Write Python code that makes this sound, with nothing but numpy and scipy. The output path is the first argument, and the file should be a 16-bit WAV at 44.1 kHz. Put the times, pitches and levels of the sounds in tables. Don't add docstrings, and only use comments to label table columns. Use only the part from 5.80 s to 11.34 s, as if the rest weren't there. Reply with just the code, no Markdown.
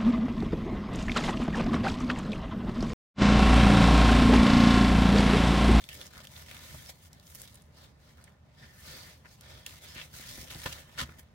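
import sys
import numpy as np
from scipy import signal
from scipy.fft import rfft, irfft
from scipy.io import wavfile
from scipy.ndimage import uniform_filter1d

SR = 44100
rng = np.random.default_rng(int(sys.argv[2]) if len(sys.argv) > 2 else 0)


def inscribe(sig):
    pcm = np.round(np.clip(np.atleast_2d(sig).T, -1, 1) * 32767)
    wavfile.write(sys.argv[1], SR, pcm.astype(np.int16))


N = 244310
TIME_S = np.arange(N) / SR
BINS_HZ = np.fft.rfftfreq(N, 1 / SR)
EDGE_HZ = 16000

# frequency in Hz, likeness 0-1.
ALIKE = [(25, 0.5), (70, 0.97), (130, 0.94), (290, 0.77), (640, 0.27), (1400, 0.28), (3000, 0.14),
         (7000, 0)]
# frequency in Hz, relative level per Hz in dB.
AIR_COLOUR = [(20, -33), (38, -12), (55, -4.5), (80, 4), (100, -3.5), (150, -3), (200, -6), (320, -18),
              (600, -16.5), (1000, -20.5), (2000, -33.5), (4400, -39), (8000, -47), (16000, -63)]
# frequency in Hz, rms level in dB before the left-right balance.
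HUM_PARTIALS = [(75.4, -64), (121, -72), (147, -70), (603, -82)]
# frequency in Hz, relative level per Hz in dB.
BODY_COLOUR = [(35, 0), (100, 4), (300, -2.5), (450, -2.5), (620, -1.5), (760, -1), (980, -2), (1300, 0),
               (1850, 1), (2400, -6), (3200, -9), (6000, -39)]
RASP_COLOUR = [(1200, -41), (2100, -1.5), (2700, -5.5), (3500, 0.5), (5000, -1), (6500, -8), (8500, -16),
               (14000, -46)]
SHEEN_COLOUR = [(3500, -45), (6000, -2.5), (7500, -3), (10000, -0.5), (13000, -1), (16000, -0.5)]
# start in seconds, length in seconds, relative level in dB, swell from start to end in dB,
# ease-off time constant in seconds, body over rasp in dB, sheen over rasp in dB, roughness 0-1.
STROKES = [(0, 0.049, -58.5, -3, 0.06, -10, -2, 0.5), (0.097, 0.17, -54.2, 1, 0.012, -6, -2, 0.6),
           (0.28, 0.05, -65.5, 0, 0.02, -2, -3, 0.6), (0.337, 0.115, -59, -2, 0.018, -1, -3.5, 0.8),
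           (0.534, 0.04, -55.3, 4, 0.08, -2.5, 0.5, 0.6), (0.696, 0.088, -55.5, -2, 0.053, -0.5, -1, 0.66),
           (0.835, 0.26, -56, -3.5, 0.045, -3, 1, 0.2), (1.091, 0.011, -48, 1, 0.0056, -23, 0, 0.18),
           (1.127, 0.14, -69.5, 15.5, 0.019, -5.5, 2.5, 0.2), (1.328, 0.082, -70, -4, 0.034, 1.5, -3, .4),
           (1.471, 0.13, -60.5, 7.5, 0.045, -6, 5.5, 0.6),
           (1.648, 0.15, -64.5, -10, 0.071, -3.5, -0.5, 0.73),
           (1.978, 0.082, -62.5, -2.5, 0.042, -4, -4, 0.23),
           (2.23, 0.091, -66.5, 0.5, 0.042, -4.5, -4.5, 0.3), (2.377, 0.13, -71, -4, 0.026, 2.5, -2.5, 0.6),
           (2.831, 0.034, -61, -2.5, 0.065, 1, -7.5, .2), (2.99, 0.037, -68, -3, 0.084, 0, 7, .03),
           (3.08, 0.24, -54, -7.5, 0.05, -1.5, -2.5, 0.06),
           (3.486, 0.054, -63.5, 0.5, 0.038, -4.5, -1.5, 0.13),
           (3.665, 0.13, -59.5, -1, 0.074, 1.5, -4.5, 0.28), (3.867, 0.12, -56, -4.5, 0.0097, -4, 0, 0.57),
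           (4.022, 0.017, -63.5, 0, 0.006, -6, 7, .6), (4.035, 0.2, -54, 1.5, 0.042, -5, -3.5, 0.31),
           (4.352, 0.285, -51.3, 1.5, 0.028, -7.5, 0, .45), (4.7, 0.19, -51.8, 0.5, 0.035, -2, 0, 0.6),
           (4.879, 0.11, -53.5, 0.5, 0.041, 0.5, -1, 0.24), (5.14, 0.16, -63.5, 0, 0.085, 5, -1.5, .5),
           (5.398, 0.0078, -65.5, -7.5, 0.02, 3, 6.5, 0.34)]
# body, rasp, sheen, relative levels in dB.
RESTING_DB = [-73.5, -80.5, -86.5]
# time in seconds, relative level in dB, ring in Hz,
# crack over ring in dB, energy share of the first spike 0-1, left over right in dB, scatter decay in ms.
SNAPS = [(0.0179, -44, 2160, -5, 0.6, 2, 1), (0.0403, -34, 3430, -4, 0.15, 4, 2),
         (0.0895, -27.5, 2840, -3, 0.03, 1, 1.8), (0.1298, -33.5, 2720, 0, 0.03, -4, 3),
         (0.144, -37, 9050, 6, 0.08, 0, 2.4), (0.2138, -27.5, 2950, -4.5, 0.15, 0.5, 1.6),
         (0.224, -41, 3200, 0, .3, 0, 1), (0.2593, -41, 6000, -4, .3, 0, 1),
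         (0.267, -37, 6900, -5, 0.15, 0, 2), (0.335, -41, 1550, -3, 0.15, 0, 2.4),
         (0.3701, -41, 1390, -9, .6, -2, 1), (0.3895, -43, 1360, -10, .3, 0, 2),
         (0.414, -43, 3260, -1, .4, 0, 1), (0.4515, -37, 3030, 2, 0.25, -3, 1),
         (0.4716, -33.5, 3220, 0, 0.2, 0, 1), (0.5646, -40, 3530, -12, .2, -3, 1.5),
         (0.662, -44, 3310, -3, .4, 0, 1), (0.6852, -41, 2600, -8, .4, 0, 1),
         (0.6925, -41, 3230, -3, .3, 0, 1.2), (0.7015, -41, 3000, -3, 0.5, -3, 1),
         (0.7136, -37.5, 2120, -7, .4, -2, 1.2), (0.792, -41, 5000, -2, .3, 0, 1),
         (1.061, -40, 4900, -8, 0.3, -8, 1.5), (1.3312, -39, 6400, 14, .4, -1, 1.2),
         (1.3982, -44, 4500, 4, 0.3, 0, 1.2), (1.4693, -42, 6150, 2, 0.3, 0, 1.5),
         (1.5495, -32, 11500, -10, 0.25, -3, 1.5), (1.617, -30.5, 10600, -7, 0.02, 4, 2.4),
         (1.6758, -38, 3540, 2, 0.01, -1, 6), (1.7442, -42, 9800, -23, 0.2, -5, 2.4),
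         (1.755, -40, 9800, -9, .1, 0, 2.4), (1.821, -48, 8900, -9, 0.4, 0, 1.5),
         (2.4407, -39.5, 8100, -3, 0.05, 1, 2.4), (3.458, -46, 1700, -7, 0.1, 0, 2.4),
         (3.61, -37.5, 3540, 22, 0.2, -1, 1.8), (3.8638, -23.5, 2850, 2, 0.07, 0, 1.8),
         (3.8945, -40, 2600, 0, .2, 0, 1.2), (3.908, -40, 2800, 0, .2, 0, 1.5),
         (3.924, -41, 2400, -3, .1, 0, 2.4), (4.3395, -36.5, 1540, 1, 0.1, 2, 2.4),
         (4.576, -37, 1650, 4, .2, 0, 1.5), (4.703, -32.5, 3400, -9, 0.1, -1, 3),
         (4.7295, -35, 3080, 0, .2, 0, 1.5), (4.7468, -32.5, 4050, -6, 0.08, -4, 3),
         (4.8185, -36, 3400, -4, .2, 0, 1.5), (4.926, -25, 3120, 1, 0.01, -2, 3.5)]
# start in seconds, length in seconds, relative level in dB,
# first frequency in Hz, last frequency in Hz, nominal width in Hz.
SCUFFS = [(0.093, 0.042, -52, 2900, 3100, 600), (0.135, 0.14, -60, 330, 370, 220),
          (0.136, 0.013, -49.5, 14000, 13500, 3000), (0.338, 0.082, -60.5, 1400, 1350, 450),
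          (0.56, 0.0084, -47.5, 3580, 3500, 500), (0.71, 0.34, -60, 2150, 1950, 420),
          (0.8, 0.24, -59, 125, 125, 110), (0.943, 0.011, -50.5, 920, 690, 280),
          (1.06, 0.048, -56, 5200, 5500, 700), (1.09, 0.012, -53, 690, 685, 350),
          (1.549, 0.012, -50, 10800, 11500, 2200), (1.96, 0.11, -66, 3900, 4300, 1200),
          (2.379, 0.025, -61, 1470, 1460, 600), (2.472, 0.015, -59, 1900, 1790, 700),
          (3.633, 0.25, -62, 3480, 3350, 450), (3.86, 0.0063, -50, 2000, 2600, 1500),
          (2.76, 0.27, -65.5, 1780, 1830, 330), (2.815, 0.045, -63, 1750, 1800, 500),
          (3.06, 0.21, -55, 4400, 4750, 600), (3.445, 0.029, -54.5, 1510, 1954, 1141),
          (4.03, 0.1, -58, 3300, 3500, 600), (4.07, 0.07, -57, 5050, 5150, 400),
          (4.147, 0.09, -44, 2200, 2650, 1400), (4.373, 0.15, -57, 1900, 1750, 600),
          (4.44, 0.12, -55, 3900, 4900, 2000), (4.44, 0.22, -57, 135, 145, 160),
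          (4.79, 0.055, -54, 7000, 7500, 6000), (4.861, 0.024, -44.5, 3300, 2900, 2400),
          (4.903, 0.16, -63.5, 1480, 1700, 600), (4.921, 0.014, -42, 2300, 4040, 2000),
          (5.29, 0.0075, -49.5, 1640, 1640, 1100)]
# time in seconds, relative level in dB, pitch of the shove in Hz,
# knock gain in dB.
BUMPS = [(0.365, -47.5, 147, -9), (0.943, -40.5, 129, -13), (1.09, -54, 152, -9), (2.815, -50.5, 136, -6),
         (3.454, -59, 200, 2.5), (4.161, -38, 102, -22), (4.3955, -44.5, 235, -2), (4.58, -38.5, 270, -9),
         (4.631, -52, 200, 5), (4.648, -53, 220, 6.5), (4.705, -47, 190, -1), (4.72, -51, 190, 3),
         (4.752, -46, 200, 5), (4.7586, -35.5, 140, -14), (4.859, -32, 140, -14), (4.866, -36.5, 235, -15),
         (5.22, -29.5, 128, -12), (5.236, -37, 125, -7.5), (5.29, -42, 150, -6.5), (5.388, -51, 225, -8)]
# frequency in Hz, relative level in dB, t60 in seconds.
TABLE_MODES = [(76.1, 4.5, 0.31), (130.5, -0.5, 0.17), (157.1, -5, 0.48), (170.4, -13, 0.072),
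               (229.3, 0.5, 0.13), (287, -26, 0.016), (330, -7, 0.18), (527, -10, 0.095)]
# nominal frequency in Hz, relative level in dB, t60 in seconds.
BOARD_MODES = [(560, -19, 0.03), (714, -10, 0.04), (1055, -6, 0.025), (1470, -7, 0.036), (1910, -13, .03),
               (2740, -19, 0.027), (2860, -11, 0.033)]
# time in seconds, relative level in dB, clap decay in ms, board gain in dB.
CLAPS = [(4.8577, -33, 1.2, -6), (4.86, -28, 3.6, -3), (4.8622, -30, 4.5, -9), (4.8675, -36, 3.5, -12),
         (4.872, -39.5, 7, -18)]
# frequency in Hz, relative level per Hz in dB.
CLAP_COLOUR = [(88, -31), (150, 0), (320, -19), (428, -27), (668, -9), (1660, -4), (2550, -5.5), (2980, -6),
               (6600, -19), (7710, -21), (15500, -26)]
# start in seconds, length in seconds, relative level in dB,
# board ring in Hz, ring over scrape in dB.
JUDDERS = [(5.1755, 0.009, -43.5, 1460, -6), (5.1875, 0.0085, -34.5, 1480, -2.5),
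           (5.2015, 0.0045, -32, 1790, -6), (5.2115, 0.005, -35, 1850, -1.5),
           (5.2255, 0.009, -40, 1300, -7)]
# frequency in Hz, relative level per Hz in dB.
PUSH_COLOUR = [(150, -11.5), (250, -11), (430, -19), (540, -12), (700, -17), (870, -15), (1100, -5),
               (1300, -6.5), (1780, -4.5), (2500, -7.5), (2950, -3.5), (3900, -5), (7200, -13.5),
               (15500, -23)]
# frequency in Hz, width in Hz, lift in dB.
NOOK = [(605, 110, 5), (1100, 50, 2), (1500, 140, 3.5), (1520, 30, -4), (1785, 50, 4), (1968, 67, 1),
        (2150, 37, -1.5), (2370, 27, -2), (2500, 400, -1.2), (4530, 60, 2)]

GRIP_SHARE = 0.85
PUSH_START_S, PUSH_LENGTH_S, PUSH_DB, PUSH_SWELL_DB = 5.189, 0.034, -38, -1
PUSH_ATTACK_S, PUSH_RELEASE_S = 0.0071, 0.015
JUDDER_ATTACK_S, JUDDER_RELEASE_S = 0.0009, 0.0028


def amp(db):
    return 10 ** (np.asarray(db) / 20)


def unit(x):
    return x / np.sqrt(np.mean(x ** 2) + 1e-20)


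def read(points, hz):
    points_hz, value = np.transpose(points)
    return np.interp(np.log(hz + 1), np.log(points_hz + 1), value)


def tint(x, points):
    size = x.shape[-1]
    gain = amp(read(points, np.fft.rfftfreq(size, 1 / SR)))
    return unit(irfft(rfft(x) * gain, size))


def add(mix, start_s, sound):
    part = mix[:, round(start_s * SR):][:, :sound.shape[1]]
    part += sound[:, :part.shape[1]]


def drift(hz):
    return unit(irfft(rfft(rng.standard_normal(N)) / (1 + (BINS_HZ / hz) ** 4), N))


def noise(size, lag_ms=0.082):
    hz = np.fft.rfftfreq(size, 1 / SR)
    mid, side = rfft(rng.standard_normal((2, size)))
    alike = read(ALIKE, hz)
    mid, side = mid * np.sqrt(1 + alike), side * np.sqrt(1 - alike)
    later = np.exp(-2j * np.pi * hz * lag_ms / 1e3)
    return unit(irfft(np.array([mid + side, (mid - side) * later]), size))


def resonate(x, hz, width_hz):
    turn = np.exp(2j * np.pi * np.cumsum(hz * np.ones(x.shape[-1])) / SR)
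    radius = np.exp(-np.pi * width_hz / SR)
    return 2 * (turn * signal.lfilter([1 - radius], [1, -radius], x / turn)).real


def background(air_db=-58.5, wander_cycles=0.25):
    hum = np.zeros(N)
    for hz, db in HUM_PARTIALS:
        swell = unit(amp(3.5 * drift(hz=5)))
        cycles = hz * TIME_S + wander_cycles * drift(hz=2.63)
        hum += amp(db) * swell * np.sqrt(2) * np.sin(2 * np.pi * cycles)
    air = tint(noise(N) * amp(1.2 * drift(hz=6)), AIR_COLOUR)
    return (amp(air_db) * air + hum) * amp([[-.4], [.4]])


def stroke(start_s, length_s, swell_db, attack_s, release_s):
    early_s = np.maximum(start_s - TIME_S, 0)
    late_s = np.maximum(TIME_S - start_s - length_s, 0)
    along = np.clip((TIME_S - start_s) / length_s, 0, 1)
    return amp(swell_db * (along - .5)) * np.exp(-np.minimum(early_s / attack_s + late_s / release_s, 20))


def effort():
    power = amp(RESTING_DB)[:, None] ** 2 * np.ones(N)
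    rough_power = np.zeros(N)
    for start_s, length_s, db, swell_db, ease_s, body_db, sheen_db, rough in STROKES:
        voices = amp(db) * np.array([amp(body_db), 1, amp(sheen_db)])
        envelope = stroke(start_s, length_s, swell_db, GRIP_SHARE * ease_s, ease_s)
        part = (voices[:, None] * envelope) ** 2
        power += part
        rough_power += rough * part[1]
    return (*np.sqrt(power), rough_power / power[1])


def slips(per_s, spread_db, ring_ms, blur):
    size = amp(spread_db * np.minimum(rng.exponential(1, N), 4))
    energy = size ** 2 * (rng.random(N) < per_s / SR)
    energy = signal.lfilter([1], [1, -np.exp(-1e3 / (ring_ms * SR))], energy)
    return unit(noise(N) * np.sqrt(energy / energy.mean() + blur))


def flex(x, patchy_db):
    z = signal.stft(x, nperseg=512, noverlap=384)[2]
    patches = rng.standard_normal(z.shape[1:])
    for _ in range(2):
        patches = uniform_filter1d(patches, size=5, axis=0)
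        patches = uniform_filter1d(patches, size=15, axis=1)
    gain = unit(amp(patchy_db * unit(patches)))
    return signal.istft(z * gain, nperseg=512, noverlap=384)[1][:, :N]


def crinkle(per_s, spread_db, count=20):
    out, ms = np.zeros((2, N)), np.arange(512) / SR * 1e3
    for hz in np.geomspace(1500, 11000, count):
        size = amp(spread_db * np.minimum(rng.exponential(1, N), 2))
        pops = (rng.random(N) < per_s / count / SR) * size
        pop = unit(resonate(noise(len(ms)) * np.exp(-ms / .5), hz, hz / 3))
        out += signal.oaconvolve(pops[None], pop, axes=1)[:, :N] / np.sqrt(hz)
    return unit(out)


def rubbing():
    body_gain, rasp_gain, sheen_gain, rough = effort()
    slipping = slips(per_s=420, spread_db=3.1, ring_ms=.65, blur=.35)
    grains = np.sqrt(rough) * slipping + np.sqrt(1 - rough) * noise(N)
    bent = flex(grains, patchy_db=1.9)
    body = body_gain * tint(bent, BODY_COLOUR)
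    rasp = amp(0.8) * tint(bent, RASP_COLOUR)
    sheen = sheen_gain * amp(1.45 + 1.2 * drift(hz=40)) * tint(grains, SHEEN_COLOUR)
    wrinkles = amp(-2.5) * rough * crinkle(per_s=80, spread_db=3.6)
    pressure_db = (.6 + 1.3 * rough) * drift(hz=55)
    return amp(pressure_db - 0.7) * (body + rasp_gain * (rasp + wrinkles) + sheen)


def snaps(gain_db=-21, ring_width_share=0.45):
    crack_colour = [(200, -3), (1300, -18), (2600, -2.5), (5500, 7), (9000, 2.5), (15000, -1.5)]
    out, ms = np.zeros((2, N)), np.arange(-64, 1984) / SR * 1e3
    shiver = amp(-19) * np.exp(-ms / 3.5)
    for s, db, hz, crack_db, sharp, left_db, decay_ms in SNAPS:
        scatter = noise(len(ms)) * (np.exp(-ms / decay_ms) + shiver) * (ms > 0)
        scatter /= np.linalg.norm(scatter, axis=1, keepdims=True)
        burst = np.sqrt(sharp) * (ms == 0) + np.sqrt(1 - sharp) * scatter
        crack = tint(burst, crack_colour)
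        width_hz = ring_width_share * hz
        ring = unit(resonate(resonate(burst, hz, width_hz), hz, width_hz))
        sides = amp([[left_db / 2], [-left_db / 2]])
        add(out, s + ms[0] / 1e3, amp(db + gain_db) * sides * unit(ring + amp(crack_db) * crack))
    return out


def scuffs():
    out, grains = np.zeros((2, N)), slips(per_s=800, spread_db=3.5, ring_ms=0.7, blur=0.42)
    for s, length_s, db, first_hz, last_hz, width_hz in SCUFFS:
        part = grains[:, round(s * SR):][:, :round(length_s * SR)]
        along = np.linspace(0, 1, part.shape[1])
        hz = first_hz + (last_hz - first_hz) * along
        for _ in range(2):
            part = resonate(part, hz, width_hz * np.sqrt(2))
        envelope = 1.09 * np.sqrt(abs(np.sin(np.pi * along)))
        add(out, s, amp(db) * envelope * unit(part))
    return out


def board(t, soft_hz):
    ring = np.zeros(len(t))
    for hz, db, t60_s in BOARD_MODES:
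        gain = amp(db - 60 * t / t60_s) / np.sqrt(1 + (hz / soft_hz) ** 4)
        struck_hz = hz * (1 + .02 * rng.standard_normal())
        ring += gain * np.sin(2 * np.pi * struck_hz * t)
    return ring


def bumps(ring_db=-15, shove_db=-2, shove_decay_s=0.0041, thud_db=-2, thud_decay_s=0.008, board_db=-4, soft_hz=900):
    thud_colour = [(40, -15), (120, 5.5), (280, -6.0), (700, -1.0), (1300, -23), (4000, -46)]
    out, t = np.zeros((2, N)), np.arange(SR // 2) / SR
    onset = 1 - np.exp(-t / 0.00055)
    ring = sum(amp(db - 60 * t / t60_s) * np.sin(2 * np.pi * hz * t) for hz, db, t60_s in TABLE_MODES)
    for s, db, shove_hz, knock_db in BUMPS:
        shove = np.sin(2 * np.pi * shove_hz * t) * np.exp(-t / shove_decay_s)
        thud = tint(noise(len(t)), thud_colour) * np.exp(-t / thud_decay_s)
        knock = amp(thud_db) * thud + amp(board_db) * board(t, soft_hz)
        bump = amp(ring_db) * ring + amp(shove_db) * shove + amp(knock_db) * knock
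        add(out, s, amp(db) * onset * bump)
    return signal.sosfilt(signal.butter(3, 52, "high", fs=SR, output="sos"), out)


def landing(hard_hz=3500, blow_db=-7.5, blow_ms=0.17):
    out, t = np.zeros((2, N)), np.arange(8192) / SR
    u = 1e3 * t / blow_ms
    blow = amp(blow_db) * (1 - u) * np.exp(-u)
    for s, db, decay_ms, board_db in CLAPS:
        clap = tint(noise(len(t)), CLAP_COLOUR) * np.exp(-1e3 * t / decay_ms)
        add(out, s, amp(db) * (blow + clap + amp(board_db) * board(t, hard_hz)))
    return out


def push(ring_width_hz=420):
    slide = amp(PUSH_DB) * stroke(PUSH_START_S, PUSH_LENGTH_S, PUSH_SWELL_DB, PUSH_ATTACK_S, PUSH_RELEASE_S)
    grains = slips(per_s=1100, spread_db=2.0, ring_ms=.5, blur=.7)
    power, out, t = slide ** 2, np.zeros((2, N)), np.arange(2048) / SR
    for s, length_s, db, hz, ring_db in JUDDERS:
        force = amp(db) * stroke(s, length_s, 0, JUDDER_ATTACK_S, JUDDER_RELEASE_S)
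        power += force ** 2
        ring = noise(len(t)) * (t < length_s)
        for _ in range(2):
            ring = resonate(ring, hz, ring_width_hz)
        add(out, s, amp(db + ring_db) * np.sqrt(length_s / t[-1]) * unit(ring))
    return out + np.sqrt(power) * tint(grains, PUSH_COLOUR)


def room(x, wet_db=-9, t60_s=0.084):
    tail_colour = [(100, 11.0), (3000, 0), (7000, -0.5), (15000, 1.0)]
    lift_db = sum(db / (1 + (2 * (BINS_HZ - hz) / width_hz) ** 2) for hz, width_hz, db in NOOK)
    x = irfft(rfft(x) * amp(lift_db - 1.0), N)
    t = np.arange(SR // 3) / SR
    tail = tint(noise(len(t)), tail_colour) * amp(-60 * t / t60_s) * (t > .002)
    tail /= np.linalg.norm(tail[0])
    return x + amp(wet_db) * signal.fftconvolve(x, tail, axes=1)[:, :N]


def scene():
    handling = rubbing() + snaps() + scuffs() + landing() + push()
    return room(handling) + bumps() + background()


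def record(dry):
    lowpass = signal.firwin(511, EDGE_HZ, window=("kaiser", 8), fs=SR)
    return signal.oaconvolve(dry, lowpass[None], "same")


dry = scene()
out = record(dry)
inscribe(out)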